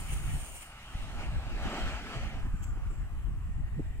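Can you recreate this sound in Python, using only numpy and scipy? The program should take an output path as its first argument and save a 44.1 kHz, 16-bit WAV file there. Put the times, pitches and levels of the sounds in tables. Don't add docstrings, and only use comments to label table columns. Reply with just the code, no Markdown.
import sys
import numpy as np
from scipy import signal
from scipy.fft import rfft, irfft, next_fast_len
from scipy.io import wavfile
from scipy.ndimage import uniform_filter1d, map_coordinates

SR = 44100
rng = np.random.default_rng(int(sys.argv[2]) if len(sys.argv) > 2 else 0)


def unload_wav(signal):
    wavfile.write(
        sys.argv[1],
        SR,
        np.round(np.clip(np.atleast_2d(signal).T, -1, 1) * 32767).astype(np.int16),
    )


N = 176400


def amp(db):
    return 10 ** (np.asarray(db) / 20)


def unit_rms(x):
    return x / np.sqrt(np.mean(x ** 2) + 1e-20)


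def along(points, hz):
    freqs, values = np.transpose(points)
    return np.interp(np.log(hz + 1), np.log(freqs + 1), values)


def clock():
    return np.arange(N) / SR


def curve(rows):
    return np.interp(clock(), *np.transpose(rows))


def swell(centre_s, width_s):
    return np.exp(-.5 * ((clock() - centre_s) / width_s) ** 2)


def swells(rows):
    return sum(amp(db) * swell(centre_s, width_s) for centre_s, width_s, db in rows)


def fade(centre_s, width_s):
    return .5 + .5 * np.tanh((clock() - centre_s) / width_s)


def wobble(rate_hz):
    knots = rng.standard_normal(int(N * rate_hz / SR) + 4)
    return map_coordinates(knots, [clock() * rate_hz])


def filtered(x, response):
    size = next_fast_len(N + SR // 2)
    return irfft(rfft(x, size) * response(np.fft.rfftfreq(size, 1 / SR)), size)[..., :N]


def noise(colour, patchy_db):
    spectra = signal.stft(rng.standard_normal((2, N)), nperseg=512)[2]
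    patches = uniform_filter1d(rng.standard_normal(spectra.shape[1:]), size=4, axis=0)
    patches = unit_rms(uniform_filter1d(patches, size=16, axis=1))
    pair = signal.istft(spectra * amp(patchy_db * patches), nperseg=512)[1][:, :N]
    return unit_rms(filtered(pair, lambda hz: amp(along(colour, hz))))


# freq_hz, factor
PORT_DELAY_SCALE = [(150, .1), (400, 0.93), (700, 0.48), (1050, 1.12), (1350, 0.66), (1750, 0.86),
                    (2400, 1.18), (4000, 0.95), (15000, 1)]

def at_ports(pair, likeness, nominal_lead_ms):
    def mid_side_gains(hz):
        angle = np.arccos(np.clip(along(likeness, hz), -1, 1)) / 2
        return np.array([np.cos(angle), np.sin(angle)])

    def delay(hz):
        lead_s = nominal_lead_ms / 1000 * along(PORT_DELAY_SCALE, hz)
        return np.exp(1j * np.pi * lead_s * np.array([hz, -hz]))

    mid, side = filtered(pair, mid_side_gains)
    return filtered(np.array([mid + side, mid - side]), delay)


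# freq_hz, relative_db
DRONE_COLOUR = [(15, -1.5), (40, 3), (80, -6), (130, -7), (200, -15.5), (350, -24), (600, -34), (2000, -70)]

def open_air_drone(level_db=-52.5):
    return noise(DRONE_COLOUR, patchy_db=3.5)[0] * amp(level_db)


# freq_hz, relative_db
HISS_COLOUR = [(200, -24), (600, -3), (2500, 9.5), (4000, -2), (6100, -10.5), (7500, 6), (9700, -4.5),
               (12000, -2), (15500, -12)]

def hillside_hiss(level_db=-67.5, drift_db=0.83, grain_db=1):
    hiss = noise(HISS_COLOUR, patchy_db=3) * amp(level_db + drift_db * wobble(9.3))
    return hiss * unit_rms(amp(grain_db * wobble(500)))


# time_s, relative_db
GUST_LEVELS = [(0, -35), (.36, -33.5), (.42, -41), (.5, -43), (.65, -64), (.85, -86), (.95, -46),
               (1.04, -35), (1.15, -41), (1.26, -34), (1.66, -34.5), (1.74, -47), (1.83, -33),
               (1.95, -35.5), (2.02, -46), (2.11, -49), (2.17, -37), (2.38, -36.5), (2.52, -37),
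               (2.75, -33), (3.15, -36.5), (3.3, -32.5), (3.45, -34.5), (3.62, -34), (4, -36.5)]
# freq_hz, relative_db
WIND_COLOUR = [(12, -5.5), (25, 3.5), (50, 1.5), (100, -9), (160, -19), (250, -29), (400, -37.5),
               (800, -72), (2000, -82)]
# freq_hz, likeness
WIND_LIKENESS = [(30, 0.056), (120, 0.73), (400, 0.25)]
# centre_s, width_s, band_hz, level_db
FLUTTERS = [(0.297, 0.017, 91, -33), (0.348, 0.0072, 85, -32), (1.344, 0.017, 115, -41.5),
            (1.665, 0.01, 175, -35.5), (2.171, 0.019, 84, -35.5), (2.459, .01, 145, -37.5),
            (2.547, 0.0075, 157, -40), (2.775, 0.023, 262, -54), (2.923, 0.019, 267, -55),
            (3.492, 0.007, 127, -41), (3.596, 0.021, 111, -38), (3.79, .014, 129, -35.5),
            (3.801, 0.0075, 226, -35)]

def wind_buffeting(gain_db=1, lumps_db=2, steady_s=0.16, band_octaves=0.65):
    rumble = noise(WIND_COLOUR, patchy_db=3.0) * amp(lumps_db * wobble(45))
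    power = uniform_filter1d(rumble ** 2, size=int(steady_s * SR), axis=1)
    rumble /= np.sqrt(np.abs(power) + 1e-9)
    wind = rumble * amp(curve(GUST_LEVELS) + gain_db)
    for centre_s, width_s, band_hz, db in FLUTTERS:
        band = lambda hz: np.exp(-.5 * (np.log2((hz + 1) / band_hz) / band_octaves) ** 2)
        puff = filtered(rng.standard_normal((2, N)), band)
        envelope = swell(centre_s, width_s)
        wind += amp(db) * unit_rms(puff * envelope) * np.sqrt(np.mean(envelope ** 2))
    return at_ports(wind, WIND_LIKENESS, nominal_lead_ms=0)


# centre_s, width_s, envelope_db
EDDY_HITS = [(0.955, 0.0048, -26), (2.453, 0.013, -27), (2.542, 0.0087, -25.5)]

def eddy_thumps(flip_s=0.0014):
    return sum(amp(db) * swell(centre_s, width_s) * (1 - 2 * fade(centre_s, flip_s))
               for centre_s, width_s, db in EDDY_HITS)


# time_s, relative_db
GRASS_LEVELS = [(0, -52), (.06, -54.5), (.11, -50), (.22, -55.5), (.35, -51.5), (.49, -53.5), (.53, -55),
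                (.62, -53.5), (.67, -60), (.74, -69.5), (1.05, -66.5), (1.5, -74), (2.3, -77), (4, -91)]
# centre_s, width_s, relative_db
GRASS_SWISHES = [(.134, 0.0088, -46.5), (.47, 0.037, -56.5), (.567, 0.014, -51), (.622, 0.008, -53),
                 (1.03, 0.017, -68), (1.62, .025, -66), (2.09, 0.048, -70)]
HARNESS_SCUFFS = [(.098, 0.0095, -47), (.128, 0.0096, -51), (.305, 0.032, -52), (.63, 0.009, -52.5)]
STALK_SCRAPES = [(2.6, 0.097, -67.5), (2.637, 0.0083, -53), (2.68, 0.036, -67.5), (2.94, 0.05, -67)]
STALK_SNAPS = [(2.633, .0018, -59), (2.643, .0011, -50), (2.925, 0.018, -65)]
# freq_hz, relative_db
SWISH_COLOUR = [(60, -25), (250, -1.5), (450, -7), (800, 1), (1400, -10.5), (2800, -2.5), (3800, -15.5),
                (5500, -13.5), (7100, -4.5), (7900, -8), (8750, 3), (9400, -2.5), (10400, -8),
                (12500, -12.5), (15500, -14)]
BRIGHT_COLOUR = [(400, -28), (1200, -1), (2200, 17), (3100, 14), (3700, -18), (6000, -14.5), (8300, -12),
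                 (11000, -58)]
SCRAPE_COLOUR = [(1500, -35), (2600, 0), (4000, -20), (6300, -13), (7300, 2), (7900, -1), (8800, -19),
                 (12000, -14), (15500, -25)]
DRY_SNAP_COLOUR = [(1200, -6), (2600, 4), (3400, -12), (6700, -9), (7700, 3), (9000, -15), (15500, -15)]
# freq_hz, likeness
GRASS_LIKENESS = [(250, .999), (700, 0.83), (1100, 0.33), (1700, 0.18), (3000, 0.26), (9000, 0.39),
                  (14000, 0.2)]

def grass_and_harness(swish_gain_db=4, crackle_db=1.5):
    swish_envelope = np.hypot(amp(curve(GRASS_LEVELS)), swells(GRASS_SWISHES)) * amp(swish_gain_db)
    swishes = noise(SWISH_COLOUR, patchy_db=2.0) * swish_envelope
    scrapes = noise(SCRAPE_COLOUR, patchy_db=4.5) * swells(STALK_SCRAPES)
    scuffs = noise(BRIGHT_COLOUR, patchy_db=1.0) * swells(HARNESS_SCUFFS)
    snaps = noise(DRY_SNAP_COLOUR, patchy_db=1.0) * swells(STALK_SNAPS)
    crackle = unit_rms(amp(crackle_db * wobble(700)))
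    rustle = (swishes + scrapes) * crackle + scuffs + snaps
    return at_ports(rustle, GRASS_LIKENESS, nominal_lead_ms=-.12)


# centre_s, width_s, pitch_hz, level_db, sag_per_s
LINE_TONES = [(2.72, 0.3, 1220, -61.5, .12), (2.6, 0.35, 1520, -63.5, .3), (3.3, 0.32, 1100, -68, .08),
              (3.83, 0.32, 1890, -65, 0), (0.57, 0.88, 2900, -62, .08)]
# freq_hz, likeness
GLIDER_LIKENESS = [(300, 0.97), (700, 0.99), (1050, 0.98), (1350, 0.97), (2000, 0.5), (2700, 0.6),
                   (4500, 0.41), (8000, 0.2), (14000, 0.12)]

def line_whistles(fuzz_hz=94):
    whistles = np.zeros((2, N))
    for centre_s, width_s, pitch_hz, db, sag_per_s in LINE_TONES:
        sagging_hz = pitch_hz * np.exp(-sag_per_s * (clock() - centre_s))
        phase = 2 * np.pi * np.cumsum(sagging_hz) / SR
        cos_gain, sin_gain = filtered(rng.standard_normal((2, 2, N)),
                                      lambda hz: 1 / (1 + (hz / fuzz_hz) ** 2))
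        tone = unit_rms(cos_gain * np.cos(phase) + sin_gain * np.sin(phase))
        whistles += amp(db) * swell(centre_s, width_s) * tone
    return at_ports(whistles, GLIDER_LIKENESS, nominal_lead_ms=.12)


# time_s, relative_db
RUSH_LEVELS = [(0, -53), (.33, -54), (.55, -60.5), (.82, -55.5), (1.0, -52), (1.26, -48), (1.3, -51.5),
               (1.55, -48.5), (1.64, -43.5), (1.75, -41), (2.03, -47), (2.16, -44), (2.3, -49.5),
               (2.44, -56), (2.58, -62), (2.85, -60), (3.25, -63.5), (3.65, -64), (4, -64)]
# freq_hz, relative_db
NEAR_COLOUR = [(60, -11), (220, 5.5), (380, -1.5), (500, -4.5), (640, -0.5), (820, 1.5), (1000, -5.5),
               (1300, 0.5), (1600, -4.5), (2200, -5), (3100, -7), (3600, -12.5), (4800, -15.5), (6200, -19),
               (8200, -22), (9500, -31.5), (15500, -37.5)]
FAR_COLOUR = [(100, -1), (350, -17), (500, -4.5), (750, 1.5), (950, -1), (1200, -1.5), (1700, -2),
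              (2300, -6), (2900, -6.5), (3700, -20), (6000, -19), (15000, -30)]
# centre_s, width_s, level_db
LINE_SURGES = [(1.235, 0.027, -48), (1.76, 0.11, -50), (1.95, 0.0096, -52), (2.2, 0.15, -52.5)]

def wing_rush(gain_db=3, flicker_db=0.7, low_cut_hz=540):
    near = noise(NEAR_COLOUR, patchy_db=2)
    far = noise(FAR_COLOUR, patchy_db=1.5)
    thin = unit_rms(filtered(near, lambda hz: hz ** 2 / (hz ** 2 + low_cut_hz ** 2)))
    overhead = fade(centre_s=0.98, width_s=0.13)
    gone = fade(centre_s=2.42, width_s=0.065)
    arriving = overhead * near + (1 - overhead) * thin
    air = np.sqrt(1 - gone) * arriving + np.sqrt(gone) * far
    surges = noise(BRIGHT_COLOUR, patchy_db=-1.5) * swells(LINE_SURGES)
    envelope = amp(curve(RUSH_LEVELS) + gain_db + flicker_db * wobble(22.32))
    return at_ports(air * envelope + surges, GLIDER_LIKENESS, nominal_lead_ms=.12)


def scene():
    hillside = hillside_hiss() + open_air_drone()
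    launch = wing_rush() + line_whistles() + grass_and_harness()
    return hillside + launch + wind_buffeting() + eddy_thumps()


def record(dry, top_hz=15800):
    return filtered(dry, lambda hz: hz < top_hz)


dry = scene()
out = record(dry)
unload_wav(out)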